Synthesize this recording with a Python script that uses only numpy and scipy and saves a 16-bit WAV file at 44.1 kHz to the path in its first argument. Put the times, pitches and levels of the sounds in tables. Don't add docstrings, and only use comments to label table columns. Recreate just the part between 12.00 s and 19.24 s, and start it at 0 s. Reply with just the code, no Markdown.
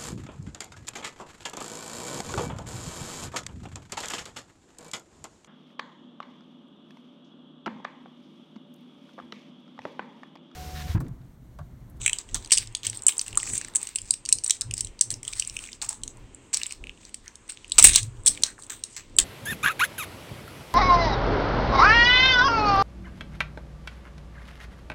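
import sys
import numpy as np
from scipy import signal
from scipy.fft import rfft, irfft, next_fast_len
from scipy.io import wavfile
from scipy.ndimage import uniform_filter1d

SR = 44100
rng = np.random.default_rng(int(sys.argv[2]) if len(sys.argv) > 2 else 0)


def persist_wave(psi):
    counts = np.round(np.clip(psi, -1, 1) * 32767).astype(np.int16)
    wavfile.write(sys.argv[1], SR, np.atleast_2d(counts).T)


def level_to_linear(level):
    exponent = np.asarray(level, float) / 20
    return 10 ** exponent


N = 319284

# lowest [f/Hz], highest [f/Hz], width [f/Hz]
PLASTIC_MODES = [
    (-150, 170, 940),
    (3788.5, 5940, 995),
    (7398.5, 8600, 1570),
]
# [t/s], edge [level/dB], limb [level/dB], shell [level/dB], shell
# pitch [f/Hz]
KNOCKS = [(0.0612, -3.5, -21.5, -17, 2570), (0.0777, -8, -27.5, -19.5, 2650),
          (0.0948, -14, -33, -21, 2740), (0.1305, -7.5, -28, -22.5, 2900),
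          (0.4466, -27.5, -39, -40, 3370), (0.5175, -2.5, -23, -22.5, 2610),
          (0.5739, -8.5, -18.5, -22, 2980), (0.7494, -14.5, -26, -21.5, 3600),
          (0.832, -34, -33, -31, 3450), (0.8666, -7, -22.5, -26, 3220), (0.93, -41, -51, -35, 2650),
          (0.9712, -20.5, -45.5, -54, 3105), (1.0817, -0.5, -26, -26, 3060),
          (1.0906, -18.5, -33, -27, 2820), (1.2125, -14.5, -30.5, -30, 3470),
          (1.28, -19, -32.5, -35, 2750), (1.328, -30, -54, -37, 2700),
          (1.373, -3.5, -23.5, -28.5, 1250), (1.3998, -26, -42, -30.5, 2660),
          (1.4297, -15, -45, -32.5, 1990), (1.5331, -17.5, -57, -41.5, 2230),
          (1.6128, -19.5, -33.5, -36, 2070), (1.6467, -25, -34, -40, 1840),
                  (1.683, -28, -51, -42.5, 1970), (1.7561, -3.5, -24, -39.5, 2120),
                  (1.8286, -17, -41, -45, 2040), (1.8699, -21, -33, -40, 2640),
                  (1.9572, -9, -26.5, -31.5, 2600), (1.9849, -19.5, -29, -31.5, 2670),
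                  (2.1378, -14, -27.5, -35.5, 2660), (2.2885, -13.5, -24, -33, 2590),
                  (2.325, 1, -15.5, -27, 2930), (2.5064, -1.5, -17, -17.5, 3700),
                  (2.6095, -9.5, -24.5, -36, 2740), (2.71, -24, -30, -31, 2630),
                  (2.738, -10, -26, -37, 2710), (3.2301, -24, -41, -44, 2520), (3.25, -25, -39, -38, 3200),
                  (3.278, -16.5, -37, -28.5, 3200), (3.3329, -23, -28, -36, 2580),
                  (3.422, -22, -29.5, -26.5, 3070), (3.5664, -22, -31.5, -27, 2660),
                  (3.5892, -24.5, -36, -33.5, 2580),
          (3.6388, -30, -43, -38.5, 2600), (3.6886, -45, -55, -37, 2270),
                   (3.7296, -32, -33.5, -36, 3650), (3.8168, -33, -48, -25.5, 3580),
                   (4.0342, -18, -35, -32, 3670), (4.5432, -6.5, -18, -39, 3690),
                   (4.5702, -10, -27.5, -32.5, 2750), (4.615, -33, -41, -29.5, 2580),
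                   (4.6326, -36, -20.5, -30.5, 2840), (4.7082, -44, -37, -33.5, 2660),
                   (4.7224, -17.5, -30.5, -36.5, 2700), (4.8396, -50, -70, -31.5, 2520),
                   (4.8698, -50, -60, -33, 2590), (4.8941, -59, -46.5, -30, 2660),
                   (5.1427, -18, -32.5, -36.5, 2880), (5.2793, -52.5, -33.5, -41, 2900),
                   (5.495, -30, -47, -46, 1640), (5.52, -24.5, -47, -53, 1660),
                   (5.5726, -53, -57, -35, 2720), (5.6448, -45, -62, -36.5, 2700),
          (5.7188, -9.5, -41, -18, 3640), (5.7818, -1.5, -15, -21.5, 2350),
                 (5.7862, 7.5, -10, -13.5, 3150), (5.8706, -1.5, -17.5, -18.5, 3440),
                 (6.2608, -4, -24, -33, 3500), (6.3744, -30, -46, -32, 2610),
                 (6.4345, -4, -11, -18.5, 3730), (6.5889, -43, -57, -43, 970),
                 (6.7025, -31, -55, -42, 1940), (6.9468, -41, -45, -57, 3140),
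                 (7.1856, 2, -15.5, -9.5, 3390), (7.199, -5.5, -24, -30, 3200),
          (0.5072, -18.5, -31, -26.5, 3040), (0.5707, -13, -33, -36, 3430), (1.3468, -44, -56, -38, 2570),
          (1.7499, -15, -45, -40, 2000), (2.3194, -30, -44, -36, 2720), (2.496, -13, -22, -33.5, 2360),
          (3.0102, -23, -32, -12, 4900), (3.3297, -25, -48, -40.5, 2550), (4.53, -19, -51, -35, 2480),
          (4.659, -44, -54, -29.5, 2850), (5.834, -8, -24.5, -21.5, 3210), (5.9488, -9, -38.5, -19, 3300),
          (5.9582, -5.5, -30.5, -6, 5900), (5.961, -12, -25, -26, 3670), (6.2677, -10, -23, -21, 3370),
          (6.5802, -50.5, -66, -45.5, 1570)]
FIDGETS = [(0.0154, -26, -50, -35.5, 3200), (0.0406, -28, -45, -55, 2580), (.289, -38, -56, -46, 2850),
           (0.4592, -33, -37, -54, 3800), (0.474, -32, -46, -46, 3370), (.66, -44, -44, -50, 2890),
           (.6725, -36, -36, -51, 3790), (.7243, -40, -58, -58, 3470), (0.7685, -28, -52, -46, 3430),
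           (0.849, -30, -42, -48, 3100), (.9514, -34, -57, -61.5, 2410), (0.991, -36, -42, -51.5, 2850),
           (1.034, -24, -53, -57, 2850), (1.122, -32, -38, -33, 2700), (1.263, -26, -46, -45, 2700),
           (1.354, -25.5, -46, -42.5, 2930), (1.4734, -25, -52, -35, 2120), (1.499, -26, -57, -40, 2210),
           (1.536, -16.5, -46, -37.5, 2210), (1.737, -38, -54, -45.5, 3600), (1.8148, -29, -48, -53, 2170),
           (1.852, -30, -48, -46, 2130), (1.889, -23.5, -42, -45, 2100), (2.567, -33, -45, -50, 2440),
           (2.87, -30, -38, -41, 3500), (3.1124, -19, -42, -41, 3800), (3.1246, -24, -40, -42, 3260),
           (3.3271, -26, -46, -42, 2540), (3.3538, -29, -54, -51, 2620), (3.4483, -30, -36, -43, 3460),
           (3.661, -34, -53, -40, 3260), (3.673, -39, -40.5, -45, 2390), (3.7184, -35, -53, -44, 3600),
           (3.8446, -27, -42, -42, 3150), (4.0165, -48, -53, -58, 3800), (4.1705, -38, -59, -64, 2130),
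           (4.975, -60, -57.5, -48.5, 2730), (5.031, -44, -58.5, -50, 2630),
                (5.0928, -37, -58, -52, 2750), (5.2597, -45, -49, -49, 3070),
                (5.479, -38, -49.5, -61, 1780), (5.679, -34.5, -55.5, -55, 3270),
                (5.6968, -28, -42, -47, 3450), (5.7105, -44, -47.5, -43, 3310),
                (6.1699, -49.5, -60, -56, 3260), (6.348, -29.5, -51.5, -39, 3500),
                (6.6224, -31, -55, -45, 3680), (6.6425, -36, -52, -61, 3600),
                (6.6653, -34, -54.5, -55, 3510), (7.0967, -48.5, -58.5, -67.5, 1930)]
# [t/s], edge [level/dB], limb [level/dB]
TICKS = [(0.1851, -14, -29), (0.3439, -10.5, -22), (0.524, -5.5, -17.5), (0.581, -8, -18),
         (0.8972, -16.5, -29), (1.0206, -22.5, -42), (1.0658, 0, -23), (1.193, -16, -19),
         (1.5776, -12, -34.5), (1.7647, -7, -29), (2.016, -21, -41), (2.1069, -1.5, -19.5),
         (2.259, -18, -26), (2.385, -22.5, -30), (2.437, -16.5, -31.5), (2.443, -11.5, -33.5),
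         (2.768, -26, -32.5),
         (2.8067, -9, -23), (2.8462, -17.5, -37), (3.01, -3, -25.5), (3.1034, -13, -23),
              (3.1396, -27.5, -29), (3.396, -7.5, -21), (3.89, -11.5, -32), (4.0776, -39.5, -28),
              (4.3462, -30, -74), (4.6647, -16, -53.5), (5.051, -42, -37), (5.355, -28.5, -39.5),
              (5.8521, -0.5, -9), (5.9579, -1.5, -11), (6.0295, -17, -29.5), (6.2765, -3, -13),
              (6.281, -7, -21), (6.293, -16, -32), (6.6347, -31, -42), (6.837, -17, -25),
         (1.168, -30, -39), (2.2951, -19.5, -37), (2.462, -18, -27), (5.8248, 6, -14), (5.941, -12, -22),
          (5.9326, -12, -22), (1.1796, -13.5, -49.5), (1.3744, -17, -54), (1.951, -32, -60),
          (2.2517, -21, -29), (2.4776, -13, -52), (2.616, -18, -24), (2.7782, -18, -30.5),
          (2.9912, -30, -35), (3.474, -16, -56), (3.497, -39, -28), (5.7954, -1, -15), (5.954, -28, -38),
          (6.2349, -36, -67), (6.4224, -22.5, -38), (6.4644, -26.5, -30), (7.165, -18, -67)]
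# [t/s], [level/dB], dullness [level/dB], decay by 60 dB [t/s]
CRUNCHES = [(0.347, -27, 6, 0.096), (0.52, 0, -14, 0.1), (1.089, -15, -1, 0.076), (3.816, -18, -7, 0.16),
            (3.888, -23, -9, 0.23), (5.24, -59, 6, 0.41), (3.012, -20, -11.5, .09),
            (3.106, -24, -12.5, 0.13), (5.783, -6.5, -0.5, 0.14), (5.841, 12, -15, 0.12),
            (6.263, -6.5, -14, 0.14), (6.435, -21, -7, 0.096), (6.698, -29.5, 0, 0.23),
            (6.965, -38, 6, 0.23), (7.185, -19.5, 0.5, 0.15)]
# [t/s], length [t/s], [level/dB], dullness [level/dB]
SLIDES = [(0.0, 0.22, -47.5, -1.5), (0.282, 0.2, -55.5, -3), (0.495, 0.16, -46.5, -1),
          (0.836, 0.17, -46.5, -2), (1.116, 0.17, -52, -1.5), (1.258, 0.049, -43, -3),
          (1.3, 0.098, -57, -1.5), (1.389, 0.2, -40, -10), (1.55, .15, -51, 1.5), (1.754, 0.2, -52, 3),
          (1.958, 0.17, -49.5, -6.5), (2.27, 0.089, -53, -6), (2.454, 0.14, -54, -0.5),
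          (2.76, 0.12, -50, -3.5), (3.238, 0.54, -45.5, -5.5), (4.04, 0.086, -57, -12),
          (4.533, 0.073, -37.5, 2.5), (4.61, 0.16, -46.5, 1.5), (5.002, 0.105, -61, 1.5),
          (5.137, 0.032, -55, -9), (5.491, 0.048, -45.5, -2.5), (5.739, 0.14, -49.5, 1),
          (5.745, 0.027, -47.5, 0.5), (5.871, 0.14, -33, -3), (5.954, .11, -43.5, -13.5),
          (6.16, 0.051, -56, -8), (6.248, 0.26, -47.5, -2), (6.433, 0.1, -55.5, 0.5),
          (6.585, 0.084, -53.5, -9), (6.839, 0.13, -55, -13.5)]
# [t/s], length [t/s], [level/dB], pitch [f/Hz]
SKIDS = [
    (2.614, 0.01, -48, 1480),
    (3.805, 0.047, -49.5, 940),
    (5.24, 0.019, -53.5, 1850),
    (6.474, 0.014, -48.5, 1606),
    (6.696, 0.014, -44.5, 1526),
]
# [t/s], sway [level/dB], spring [level/dB], cloth [level/dB]
LEANS = [(0.0, -33.5, -37, -48.5), (.36, -34.5, -45, -50.5), (.6, -40, -44, -53), (.7, -44.5, -46.5, -64),
         (.89, -54, -42.5, -50.5), (1.33, -43.5, -46, -52), (1.52, -45, -46.5, -49), (2.04, -46, -52, -58),
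         (2.36, -47, -54.5, -55), (2.69, -41, -40.5, -61), (2.85, -43, -49, -62), (3.13, -55, -43.5, -55.5),
         (3.37, -41, -44, -72), (3.51, -45, -50, -61), (3.87, -50, -51.5, -60), (4.03, -49, -55.5, -64),
         (4.22, -48.5, -51.5, -58), (4.83, -42, -68.5, -53), (5.23, -48, -62, -69.5),
         (5.87, -23.5, -38, -41), (6.05, -45, -35, -55.5), (6.16, -41.5, -46.5, -71),
         (6.3, -43.5, -45, -45.5), (6.4, -49, -53, -47.5), (7.2, -50, -49, -45), (7.24, -34, -47, -46)]
MATTRESS_REST_DB = [
    -66,
    -66.5,
    -60.5,
]
# [t/s], [level/dB]
BRUSHING = [(0.0, -47.5), (0.16, -58.5), (0.83, -64), (0.99, -57.5), (1.769, -52.5), (2.02, -65.5),
            (6.35, -68), (6.39, -60.5), (7.24, -76)]
# [f/Hz], density [level/dB per Hz]
ROOM_SPECTRUM = [(18, -37), (30, 5), (287, -10.5), (740, -18.5), (1010, -12), (1350, -18), (2790, -15.5),
                 (5310, -24.5), (8300, -16), (10300, -42.5), (16000, -61.5)]

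ROOM_DB = -58
SHELL_DB, LIMB_DB, EDGE_DB = 7, 9, 0
TICK_SHELL_DB, TICK_SHELL_HZ = -6.5, 3200
TICK_HZ, TICK_WIDTH_HZ, TICK_DB = 15000, 3500, -33
CHATTER_MS, CHATTER_MS_PER_DB, CHATTER_SPREAD = 1.72, 0.03, 0.28
GRIP_S, SAG_DB_S, LET_GO_S = 0.01, 2.5, 0.053
SKID_WIDTH_HZ = 660
PORT_HZ, PORT_WIDTH_HZ = 8107, 930
ECHO_DB, ECHO_GAP_S, ECHO_T60_S = -14, 0.003, 0.19
LEAN_DB_S, SETTLE_DB_S = 168.5, 127
TOP_HZ = 15900


def ring(f, hz, width_hz):
    return 1j * f * width_hz / (hz ** 2 - f ** 2 + 1j * f * width_hz)


def port(f):
    return PORT_HZ ** 2 / (PORT_HZ ** 2 - f ** 2 + 1j * f * PORT_WIDTH_HZ)


def through(x, response):
    size = next_fast_len(x.shape[-1], True)
    f = np.arange(size // 2 + 1) * SR / size
    return irfft(rfft(x, size) * response(f), size)[..., :x.shape[-1]]


def unit(x):
    return x / np.sqrt(np.mean(x ** 2))


def walk(rate):
    hold = int(SR / rate)
    levels = rng.standard_normal(N // hold + 1)
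    return uniform_filter1d(np.repeat(levels, hold), hold)[:N]


def wander(x, db, rate, lowest_hz, count):
    size = next_fast_len(N, True)
    spectrum = rfft(x, size)
    f = np.arange(size // 2 + 1) * SR / size
    edges = np.r_[0, np.geomspace(lowest_hz, SR / 2, count)]
    out = np.zeros(N)
    for lo, hi in zip(edges, edges[1:]):
        band = irfft(spectrum * ((f >= lo) * (f < hi)), size)[:N]
        out += level_to_linear(db * walk(rate)) * band
    return out


def contacts():
    knocks = KNOCKS
    s, edge, limb, shell, hz = np.transpose(knocks + FIDGETS)
    knock_rows = [s, hz, shell + SHELL_DB, limb + LIMB_DB, edge + EDGE_DB]
    s, edge, limb = np.transpose(TICKS)
    tick_rows = [s, TICK_SHELL_HZ + 0 * s, limb + TICK_SHELL_DB, limb + LIMB_DB, edge + EDGE_DB]
    return np.hstack([knock_rows, tick_rows]).T


def chatter(edge_db, size):
    ms = np.arange(size) / SR * 1000
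    luck = np.exp(CHATTER_SPREAD * rng.uniform(-1, 1, edge_db.shape))
    chatter_ms = np.clip((CHATTER_MS + CHATTER_MS_PER_DB * edge_db) * luck, 0.2, 6)
    envelope = (1 - np.exp(-ms / 0.31)) * np.exp(-(ms / chatter_ms) ** 0.88)
    return rng.uniform(-1, 1, (len(edge_db), size)) * envelope


def clicks(size=1024, count=5):
    rows = contacts()
    shell_hz = rows[:, [1]]
    force = chatter(rows[:, 4:], size)
    sound = through(force, lambda f: ring(f, TICK_HZ, TICK_WIDTH_HZ) ** 2)
    loudest_db = rows[:, 2:5].max(axis=1, keepdims=True)
    sound *= level_to_linear(TICK_DB + loudest_db) / np.abs(sound).max(axis=1, keepdims=True)
    for k, (lo, hi, width) in enumerate(PLASTIC_MODES):
        hz = lo + (hi - lo) * (np.arange(count) + rng.random((len(rows), count))) / count
        if k == 0:
            hz = hz + shell_hz
            width = width * shell_hz / 3000
        part = through(force, lambda f: port(f) * sum(ring(f, hz[:, [m]], width) ** 2 for m in range(count)))
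        sound += part / np.abs(part).max(axis=1, keepdims=True) * level_to_linear(rows[:, [2 + k]])
    out = np.zeros(N + size)
    for s, click in zip(rows[:, 0], sound):
        at = max(int((s + 0.0003) * SR), 0)
        out[at:at + size] += click
    return out[:N]


def slide(t):
    gains = np.zeros((2, len(t)))
    for s, length, db, dull_db in SLIDES:
        grip = np.clip((t - s) / GRIP_S + 0.5, 0, 1) ** 2
        let_go = np.clip((s + length - t) / LET_GO_S + 0.5, 0, 1) ** 2
        level = level_to_linear(db - SAG_DB_S * np.clip(t - s, 0, 1))
        gains += level * grip * let_go * level_to_linear([[0], [dull_db]])
    return gains


def scrape(slips_per_s=6000, scatter_db=4.0, patchy_db=2.0, step=16):
    t = np.arange(0, N, step) / SR
    edge_gain, shell_gain = slide(t) * level_to_linear(4.4 * walk(30)[::step])
    top_gain = edge_gain * level_to_linear(-8.5)
    for s, db, shell_db, t60 in CRUNCHES:
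        fade = (t > s) * level_to_linear(db - 8.5 - 60 * np.clip(t - s, 0, 1) / t60)
        edge_gain = edge_gain + fade
        shell_gain = shell_gain + fade * level_to_linear(shell_db)
        top_gain = top_gain + fade
    slips = (rng.random(N) < slips_per_s / SR) * rng.standard_normal(N)
    slips *= level_to_linear(scatter_db * np.minimum(rng.exponential(size=N), 3.4))
    slips = wander(slips * level_to_linear(patchy_db * walk(150)), 4.53, 12, 1500, count=9)
    edges = unit(through(slips, lambda f: port(f) * ring(f, 6000, 12000) ** 3))
    shell = unit(through(slips, lambda f: level_to_linear(-8.5) * ring(f, 1210, 180)
                         + ring(f, 2400, 1400) + ring(f, 3800, 1300)))
    top = level_to_linear(-29.5) * unit(through(slips, lambda f: ring(f, TICK_HZ, TICK_WIDTH_HZ) ** 2))
    gains = np.repeat([edge_gain, shell_gain, top_gain], step, axis=1)[:, :N]
    return np.sum(gains * [edges, shell, top], axis=0)


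def skids():
    rough = rng.standard_normal(N) * level_to_linear(6.2 * walk(160))
    out = np.zeros(N)
    for s, length, db, hz in SKIDS:
        age = np.clip((np.arange(N) / SR - s) / length, 0, 40)
        swell = age * np.exp(1 - age)
        out += level_to_linear(db) * swell * unit(through(rough, lambda f: ring(f, hz, SKID_WIDTH_HZ) ** 2))
    return out


def echo(x):
    s = np.arange(int(0.3 * SR)) / SR
    tail = rng.standard_normal(len(s)) * level_to_linear(-60 * s / ECHO_T60_S) * np.clip(s / ECHO_GAP_S, 0, 1) ** 2
    return level_to_linear(ECHO_DB) * signal.fftconvolve(x, tail / np.sqrt(np.sum(tail ** 2)))[:N]


def lean_gains():
    t = np.arange(0, N, 64) / SR
    leans = np.array(LEANS)
    s, db = leans[:, :1], leans[:, 1:]
    drop_db = np.where(t < s, LEAN_DB_S * (s - t), SETTLE_DB_S * (t - s))
    power = level_to_linear(2 * db.T) @ level_to_linear(-2 * drop_db) + level_to_linear(2 * np.array(MATTRESS_REST_DB))[:, None]
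    return np.repeat(np.sqrt(power), 64, axis=1)[:, :N]


def bed():
    jolts = level_to_linear(2.5 * walk(7.5))

    def shaken(response):
        return unit(jolts * through(rng.standard_normal(N), response))

    sway = shaken(lambda f: level_to_linear(-6) * ring(f, 35, 50) ** 2 + ring(f, 27, 20) ** 2)
    spring = shaken(lambda f: ring(f, 107.8, 26) ** 2)
    cloth = shaken(lambda f: ring(f, 265, 290) ** 2)
    return np.sum(lean_gains() * [sway, spring, cloth], axis=0)


def sleeves():
    db = np.interp(np.arange(N) / SR, *np.transpose(BRUSHING)) + 4.5 * walk(14) - 3
    return level_to_linear(db) * unit(through(rng.standard_normal(N), lambda f: ring(f, 380, 200) + ring(f, 890, 310)))


def room():
    hz, db = np.transpose(ROOM_SPECTRUM)
    air = unit(through(rng.standard_normal(N), lambda f: level_to_linear(np.interp(np.log(f + 1), np.log(hz), db))))
    return level_to_linear(ROOM_DB) * wander(air, 2.8, 5.1, 21, count=12)


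def scene():
    toy = clicks() + scrape() + skids()
    return (toy + echo(toy) + bed() + sleeves() + room())[None]


def band_limit(x):
    return signal.sosfilt(signal.butter(12, 16290, fs=SR, output="sos"), x)


def record(dry):
    clipped = np.clip(dry, -0.97, 0.97)
    low_pass = signal.ellip(8, 0.2, 50, TOP_HZ, fs=SR, output="sos")
    mix = signal.sosfilt(low_pass, clipped)
    return band_limit(mix)


dry = scene()
out = record(dry)
persist_wave(out)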